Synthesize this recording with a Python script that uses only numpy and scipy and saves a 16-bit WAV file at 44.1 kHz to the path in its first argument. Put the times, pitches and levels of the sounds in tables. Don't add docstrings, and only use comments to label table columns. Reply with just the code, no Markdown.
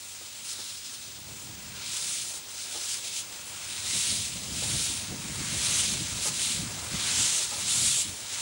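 import sys
import numpy as np
from scipy import signal
from scipy.fft import rfft, irfft, next_fast_len
from scipy.io import wavfile
from scipy.ndimage import uniform_filter1d

SR = 44100
rng = np.random.default_rng(int(sys.argv[2]) if len(sys.argv) > 2 else 0)


def generate_wav(signal):
    frames = np.transpose(np.atleast_2d(signal))
    scaled = np.clip(frames, -1, 1) * 32767
    pcm = np.round(scaled).astype(np.int16)
    wavfile.write(sys.argv[1], SR, pcm)


N = 370881
SIZE = next_fast_len(N)
HZ = np.maximum(np.arange(SIZE // 2 + 1) * SR / SIZE, 1)
TICKS = np.arange(0, N + 64, 64) / SR


# frequency in Hz, relative level in dB.
STEAM_COLOUR = [(410, -20.5), (700, -30), (893, -13), (1720, -11), (2190, -5), (3760, -1.5), (5520, -4.5),
                (7510, -1.5), (9330, -4), (11000, -11.5), (14100, -40.5), (15000, -41)]
# centre in Hz, half width in Hz.
HISS_PEAKS = [(1450, 310), (3900, 540), (5150, 530), (6250, 390), (7400, 780), (9000, 440)]

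def steam_jets(sputter_db, patchy_db):
    roar_db, dull_db, bright_db, peaks_db = steam_levels()
    mean_db = np.mean([dull_db.mean(), bright_db.mean()])

    def level_db(hz):
        low = np.clip(np.log2(2900 / hz) / 0.87, 0, 1)
        high = np.clip(np.log2(hz / 4300) / 1.03, 0, 1)
        parts = [(low, roar_db), (1 - low - high, dull_db), (high, bright_db)]
        return mean_db + sum(share * (db - db.mean()) for share, db in parts)

    noise, centres = coloured(STEAM_COLOUR), np.geomspace(1000, 12000, 12)
    hiss = 0
    for hz, band in zip(centres, bands(noise / irfft(noise, SIZE).std(), centres)):
        hiss += band * from_db(level_db(hz) + patchy_db * drift(7.3))
    white = rfft(rng.standard_normal(SIZE))
    for (hz, width), peak_db in zip(HISS_PEAKS, peaks_db):
        bell = 1 / (1 + ((HZ - hz) / width) ** 2)
        peak = rms_one(irfft(white * bell, SIZE)[:N])
        hiss += peak * from_db(level_db(hz) + peak_db + 2.0 * drift(14.7))
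    return hiss * from_db(sputter_db * drift(20) + 0.63 * drift(88) + 1.5)


# fullest moment, swell and fade in seconds, loss over the fade in dB,
# relative levels of roar, dull jet and bright jet in dB, then the strengths of the six hiss peaks in dB.
COCK_BLOWS = [(0.64, 0.18, .14, 4, -70, -53, -42, -12, -9, -7, -14, -30, -29),
              (0.93, 0.12, 0.13, 4, -69, -47.5, -50.5, -10, -8, -5, -9, -26, -10),
              (1.86, 0.13, 0.34, 1.2, -58.5, -40, -48, -17, -10, -12, -13, -20, -10),
              (2.08, 0.22, 0.3, 5.8, -59, -40, -34.5, -19, -20, -13, -17, -13, -12),
              (2.92, 0.43, 0.07, 1, -65, -39.5, -38, -16.5, -21, -10.5, -12, -27, -14),
              (3.8, 0.24, 0.07, 1, -56.5, -38.5, -45.5, -15, -17, -18, -28, -20, -2.5),
              (4.04, .19, 0.25, 9.6, -48.5, -31.5, -29.5, -34, -13, -17, -19, -18, -12.5),
              (4.8, 0.25, .28, 15, -53, -34, -31, -22, -10.5, -16, -18, -18, -12),
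              (5.5, 0.39, 0.088, 2, -47.5, -41.5, -40, -37, -26, -17, -24, -15, -10.5),
              (5.76, 0.24, 0.25, 14, -42, -30, -28.5, -36, -13.5, -30, -13, -17, -13),
              (6.44, 0.11, 0.19, 9.2, -71, -33.5, -31, -24, -8.5, -26, -31, -12, -11),
              (7.08, 0.13, 0.092, 1.5, -45, -31, -35.5, -27, -19, -25, -30, -12, -11),
              (7.25, 0.13, 0.2, 6.7, -43, -27.5, -29.5, -25, -26, -25, -12, -5, -9),
              (7.86, 0.18, 0.16, 3.5, -53.5, -30, -24.5, -19.5, -12, -24, -30, -6.5, -21),
              (8.42, 0.13, .1, 3, -72, -38, -37.5, -31, -25, -26, -19, -7, -18)]

def blow_power(db, lead_s=0, ahead_s=0, swell_db=10, open_db_per_s=300, shut_db_per_s=700):
    fullest, swell, fade, loss_db = np.transpose(COCK_BLOWS)[:4, :, None]
    t = TICKS - fullest + ahead_s
    swell = swell + lead_s
    opening_db = swell_db * (t / swell) ** 2 + open_db_per_s * np.maximum(-t - swell, 0)
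    closing_db = loss_db * np.minimum(t / fade, 1) ** 2 + shut_db_per_s * np.maximum(t - fade, 0)
    return from_db(2 * (db[:, None] - np.where(t < 0, opening_db, closing_db)))


# time in seconds, relative levels of roar, dull jet and bright jet in dB.
STEADY_LEAK = [(0.0, -58.5, -47, -44), (0.35, -57.5, -44, -45), (1.1, -60, -45.5, -47.5),
               (1.7, -53.5, -46.5, -47.5), (2.45, -57, -45, -48), (3.4, -52.5, -45, -44.5),
               (4.4, -52.5, -39, -39), (5.15, -51.5, -42.5, -45), (6.1, -47.5, -36.5, -36.5),
               (6.75, -47.5, -41, -40.5), (7.55, -47, -36.5, -35), (8.2, -52, -43, -41.5),
               (8.41, -44, -39, -45)]
# strength of one hiss peak, in dB relative to the jet.
LEAK_PEAKS = [-25, -20, -16, -15.5, -11, -20]
# dB one hiss peak moves over the swell, and again over the fade.
PEAK_SHIFTS = [-1, 0.1, -4.5, 2, -2.5, -0.5]
# peak and build-up in seconds, relative dull and bright levels in dB.
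WATER_SPITS = [(0.53, 0.055, -45, -37.5), (0.61, 0.027, -52, -60), (0.705, 0.028, -43.5, -43),
               (0.865, 0.019, -43, -47), (0.945, 0.024, -46, -45), (1.45, .05, -65, -46),
               (1.97, 0.05, -41, -40), (2.215, .04, -38, -52), (2.62, 0.041, -43, -54),
               (2.94, 0.064, -36.5, -35), (3.08, 0.053, -38, -38.5), (3.19, 0.09, -36, -36.5),
               (3.35, 0.055, -46, -59), (3.5, .05, -54, -43), (3.94, 0.055, -35.5, -38),
               (4.11, 0.033, -33, -55), (4.61, .04, -41, -53), (4.86, 0.04, -44, -34),
               (5.66, 0.033, -36.5, -30.5), (5.8, .03, -41, -29), (5.89, 0.03, -30.5, -42),
               (6.28, 0.047, -33, -29.5), (6.55, 0.035, -38, -36), (7.73, 0.054, -32, -32),
               (8.09, .06, -41, -42)]

def steam_levels(dull_lead_s=0.023, roar_ahead_s=0.069):
    times, *leak_db = np.transpose(STEADY_LEAK)
    roar, dull, bright = [from_db(2 * np.interp(TICKS, times, db)) for db in leak_db]
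    fullest, swell, fade, _, roar_db, dull_db, bright_db, *blow_peaks = np.transpose(COCK_BLOWS)
    dull_spits, bright_spits = bursts(WATER_SPITS, break_share=0.29)
    bright_blows = blow_power(bright_db)
    all_bright = bright + bright_blows.sum(axis=0)
    t = TICKS - fullest[:, None]
    progress = np.clip(t / np.where(t < 0, swell[:, None], fade[:, None]), -1, 1)
    peaks_db = []
    for leak_peak_db, blow_peak_db, shift_db in zip(LEAK_PEAKS, blow_peaks, PEAK_SHIFTS):
        from_leak = from_db(2 * leak_peak_db) * bright
        from_blows = from_db(2 * (blow_peak_db[:, None] + shift_db * progress)) * bright_blows
        peaks_db.append(to_db((from_leak + from_blows.sum(axis=0)) / all_bright))
    dull += blow_power(dull_db, dull_lead_s).sum(axis=0) + dull_spits
    roar += blow_power(roar_db, dull_lead_s, roar_ahead_s).sum(axis=0)
    return to_db(roar), to_db(dull), to_db(all_bright + bright_spits), peaks_db


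# start in seconds, relative level in dB, length in seconds,
# centre of the tone in Hz.
CHUFFS = [(0.205, -38, 0.018, 600), (0.586, -40, 0.032, 480), (2.745, -34.5, 0.039, 654),
          (3.951, -43, 0.029, 450), (4.621, -29.5, 0.04, 650), (6.252, -28.5, 0.047, 850),
          (7.507, -34.5, 0.064, 750)]
# frequency in Hz, relative level in dB, seconds to die away by 60 dB.
CHUFF_TONES = [(346, -3.5, 0.12), (430, -12, 0.063), (454, 1.5, 0.03), (562, 0, 0.043), (822, 1.5, 0.063),
               (860, -5.5, 0.06), (1030, -1.5, 0.03), (1252, 1, 0.082), (1530, -8, 0.023)]

def engine_chuffs(clicks_per_s=1500):
    out = np.zeros(N)
    t = np.arange(SR // 2) / SR
    for start, db, length, centre_hz in CHUFFS:
        at = round(start * SR)
        burst = (rng.random(len(t)) < clicks_per_s / SR) * np.exp(-(t / length) ** 2)
        for hz, tone_db, t60 in CHUFF_TONES:
            strength = from_db(db + tone_db - 21 - 7.0 * np.log2(hz / centre_hz) ** 2)
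            clicks = strength * burst * rng.standard_normal(len(t)) + 1e-18
            decay, angle = from_db(-60 / (t60 * SR)), 2 * np.pi * hz / SR
            body = signal.lfilter([0, np.sin(angle)], [1, -2 * decay * np.cos(angle), decay ** 2], clicks)
            out[at:at + len(body)] += body[:N - at]
    return out


# time in seconds, level in dB.
WIND_GUSTS = [(0.0, -82), (0.7, -65), (1.25, -52.5), (1.55, -51), (1.8, -54.5), (2.1, -57), (2.7, -66.5),
              (3.45, -58.5), (3.9, -51), (4.4, -48), (4.6, -39.5), (4.77, -39), (4.84, -48), (5.2, -44),
              (5.5, -42), (6.0, -42.5), (6.45, -47), (7.22, -43.5), (7.32, -54.5), (7.85, -44),
              (8.02, -52.5), (8.3, -61), (8.41, -55)]
# peak in seconds, build-up in seconds, level in dB.
EDDY_THUMPS = [(0.42, .02, -60), (0.6, 0.034, -60), (1.32, 0.036, -48), (1.51, .04, -49.5), (1.7, .03, -50),
               (1.78, .025, -53), (1.89, .025, -61), (3.22, .02, -59), (3.96, 0.027, -43.5),
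               (4.13, 0.019, -38), (4.21, .03, -44), (4.36, 0.02, -42), (4.51, 0.037, -42),
               (4.76, .04, -39), (4.93, 0.043, -44.5), (5.12, 0.023, -36), (5.32, 0.023, -40),
               (5.41, 0.033, -39), (5.56, 0.031, -39), (5.94, .03, -36), (6.02, .03, -41),
               (6.15, 0.044, -43), (6.31, 0.027, -45), (6.62, .07, -38), (6.95, 0.019, -36),
               (7.2, 0.019, -37.5), (7.62, 0.037, -51), (7.83, 0.049, -40), (8.09, 0.035, -44.5),
               (8.22, .025, -54)]
# frequency in Hz, relative level in dB.
WIND_COLOUR = [(15, -52), (25, -28), (66, -3), (97, -0.5), (199, -5), (325, -12), (436, -21), (600, -19),
               (780, -24.5), (1320, -120)]

def wind(lumpy_db, patchy_db, evening=0.33):
    gust_power = from_db(2 * np.interp(TICKS, *np.transpose(WIND_GUSTS)))
    gust_db = to_db(gust_power + bursts(EDDY_THUMPS, break_share=1)[0])
    centres, noise = np.geomspace(40, 480, 6), coloured(WIND_COLOUR)
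    lumps = 0
    for hz, band in zip(centres, bands(noise, centres)):
        deeper_db = -.08 * (gust_db - gust_db.mean()) * max(np.log2(hz / 130), 0)
        lumps += band * from_db(deeper_db + patchy_db * drift(14))
    slow_power = uniform_filter1d(lumps ** 2, size=SR // 24) + 1e-20
    return rms_one(lumps / slow_power ** evening) * from_db(gust_db + lumpy_db * drift(19))


# time in seconds, relative level in dB.
RUMBLE_LEVELS = [(0.0, -62.5), (1.01, -66), (1.19, -60), (5.13, -54.5), (5.46, -54.5), (6.09, -51.5),
                 (6.37, -57), (6.91, -50), (8.41, -56)]
# frequency in Hz, relative level in dB.
RUMBLE_COLOUR = [(150, -12), (300, 0.5), (500, 4), (900, 4), (1400, -4), (2200, -18), (4000, -16)]

def wheel_rumble():
    return steady_noise(RUMBLE_COLOUR) * from_db(envelope(RUMBLE_LEVELS) + 1.5 + 2.0 * drift(10.6))


# time in seconds, rms level in dB.
WHINE_LEVELS = [(0.0, -51.5), (1.69, -50), (4.94, -50.5), (5.04, -51), (8.41, -51.5)]
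# offset in Hz, level in dB relative to the whine.
WHINE_SIDEBANDS = [(-150, -36), (-100, -30), (-50, -33), (50, -37), (100, -35)]
# frequency in Hz, rms level in dB.
MAINS_HUM = [(100, -65), (250, -74)]
# frequency in Hz, relative level in dB.
TAPE_COLOUR = [(40, 5.5), (200, 0), (2000, -7.5), (9000, -12), (12000, -15), (14000, -14), (15700, -20)]

def camera_noise(whine_hz=15625, hiss_db=-57.5):
    t = np.arange(N) / SR
    phase = 2 * np.pi * whine_hz * t + .4 * drift(2) + .03 * drift(40)
    sidebands = sum(from_db(db) * np.sin(phase + 2 * np.pi * hz * t) for hz, db in WHINE_SIDEBANDS)
    whine = from_db(envelope(WHINE_LEVELS)) * (np.sin(phase) + sidebands)
    hum = sum(from_db(db) * np.sin(2 * np.pi * hz * t) for hz, db in MAINS_HUM)
    hiss = from_db(hiss_db) * steady_noise(TAPE_COLOUR)
    return hiss + np.sqrt(2) * (hum + whine)


def from_db(db):
    return 10 ** (np.asarray(db) / 20)


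def to_db(power):
    return np.interp(np.arange(N) / SR, TICKS, 10 * np.log10(power))


def rms_one(x):
    return x / np.sqrt(np.mean(x ** 2) + 1e-20)


def envelope(rows):
    return np.interp(np.arange(N) / SR, *np.transpose(rows))


def bursts(rows, break_share):
    peak_s, rise, *levels = np.transpose(rows)[:, :, None]
    t = (TICKS - peak_s) / rise
    shape = np.exp(-np.where(t < 0, t, t / break_share) ** 2)
    return [np.sum(from_db(2 * db) * shape, axis=0) for db in levels]


def drift(hz):
    pole = np.exp(-80 * np.pi * hz / SR)
    slow = signal.lfilter([1], [1, -2 * pole, pole ** 2], rng.standard_normal(N // 40 + 2002))[2000:]
    return np.interp(np.arange(N) / 40, np.arange(len(slow)), rms_one(slow))


def coloured(colour):
    hz, db = np.transpose(colour)
    return rfft(rng.standard_normal(SIZE)) * from_db(np.interp(np.log(HZ), np.log(hz), db))


def steady_noise(colour):
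    return rms_one(irfft(coloured(colour), SIZE)[:N])


def bands(spectrum, centres):
    place = np.interp(np.log(HZ), np.log(centres), np.arange(len(centres)))
    for k in range(len(centres)):
        yield irfft(spectrum * np.cos(np.pi / 2 * np.clip(place - k, -1, 1)) ** 2, SIZE)[:N]


def scene():
    steam = steam_jets(sputter_db=0.57, patchy_db=0.89)
    buffeting = wind(lumpy_db=1.33, patchy_db=2.0)
    mono = steam + buffeting + engine_chuffs() + wheel_rumble() + camera_noise()
    return np.array([mono, mono])


def record(dry):
    bass_cut_hz, tape_ceiling, top_cut_hz = 41, 0.27, 15740
    thin = signal.sosfilt(signal.butter(2, bass_cut_hz, "high", fs=SR, output="sos"), dry)
    taped = tape_ceiling * np.tanh(thin / tape_ceiling)
    return signal.sosfilt(signal.ellip(14, .2, 70, top_cut_hz, fs=SR, output="sos"), taped)


dry = scene()
out = record(dry)
generate_wav(out)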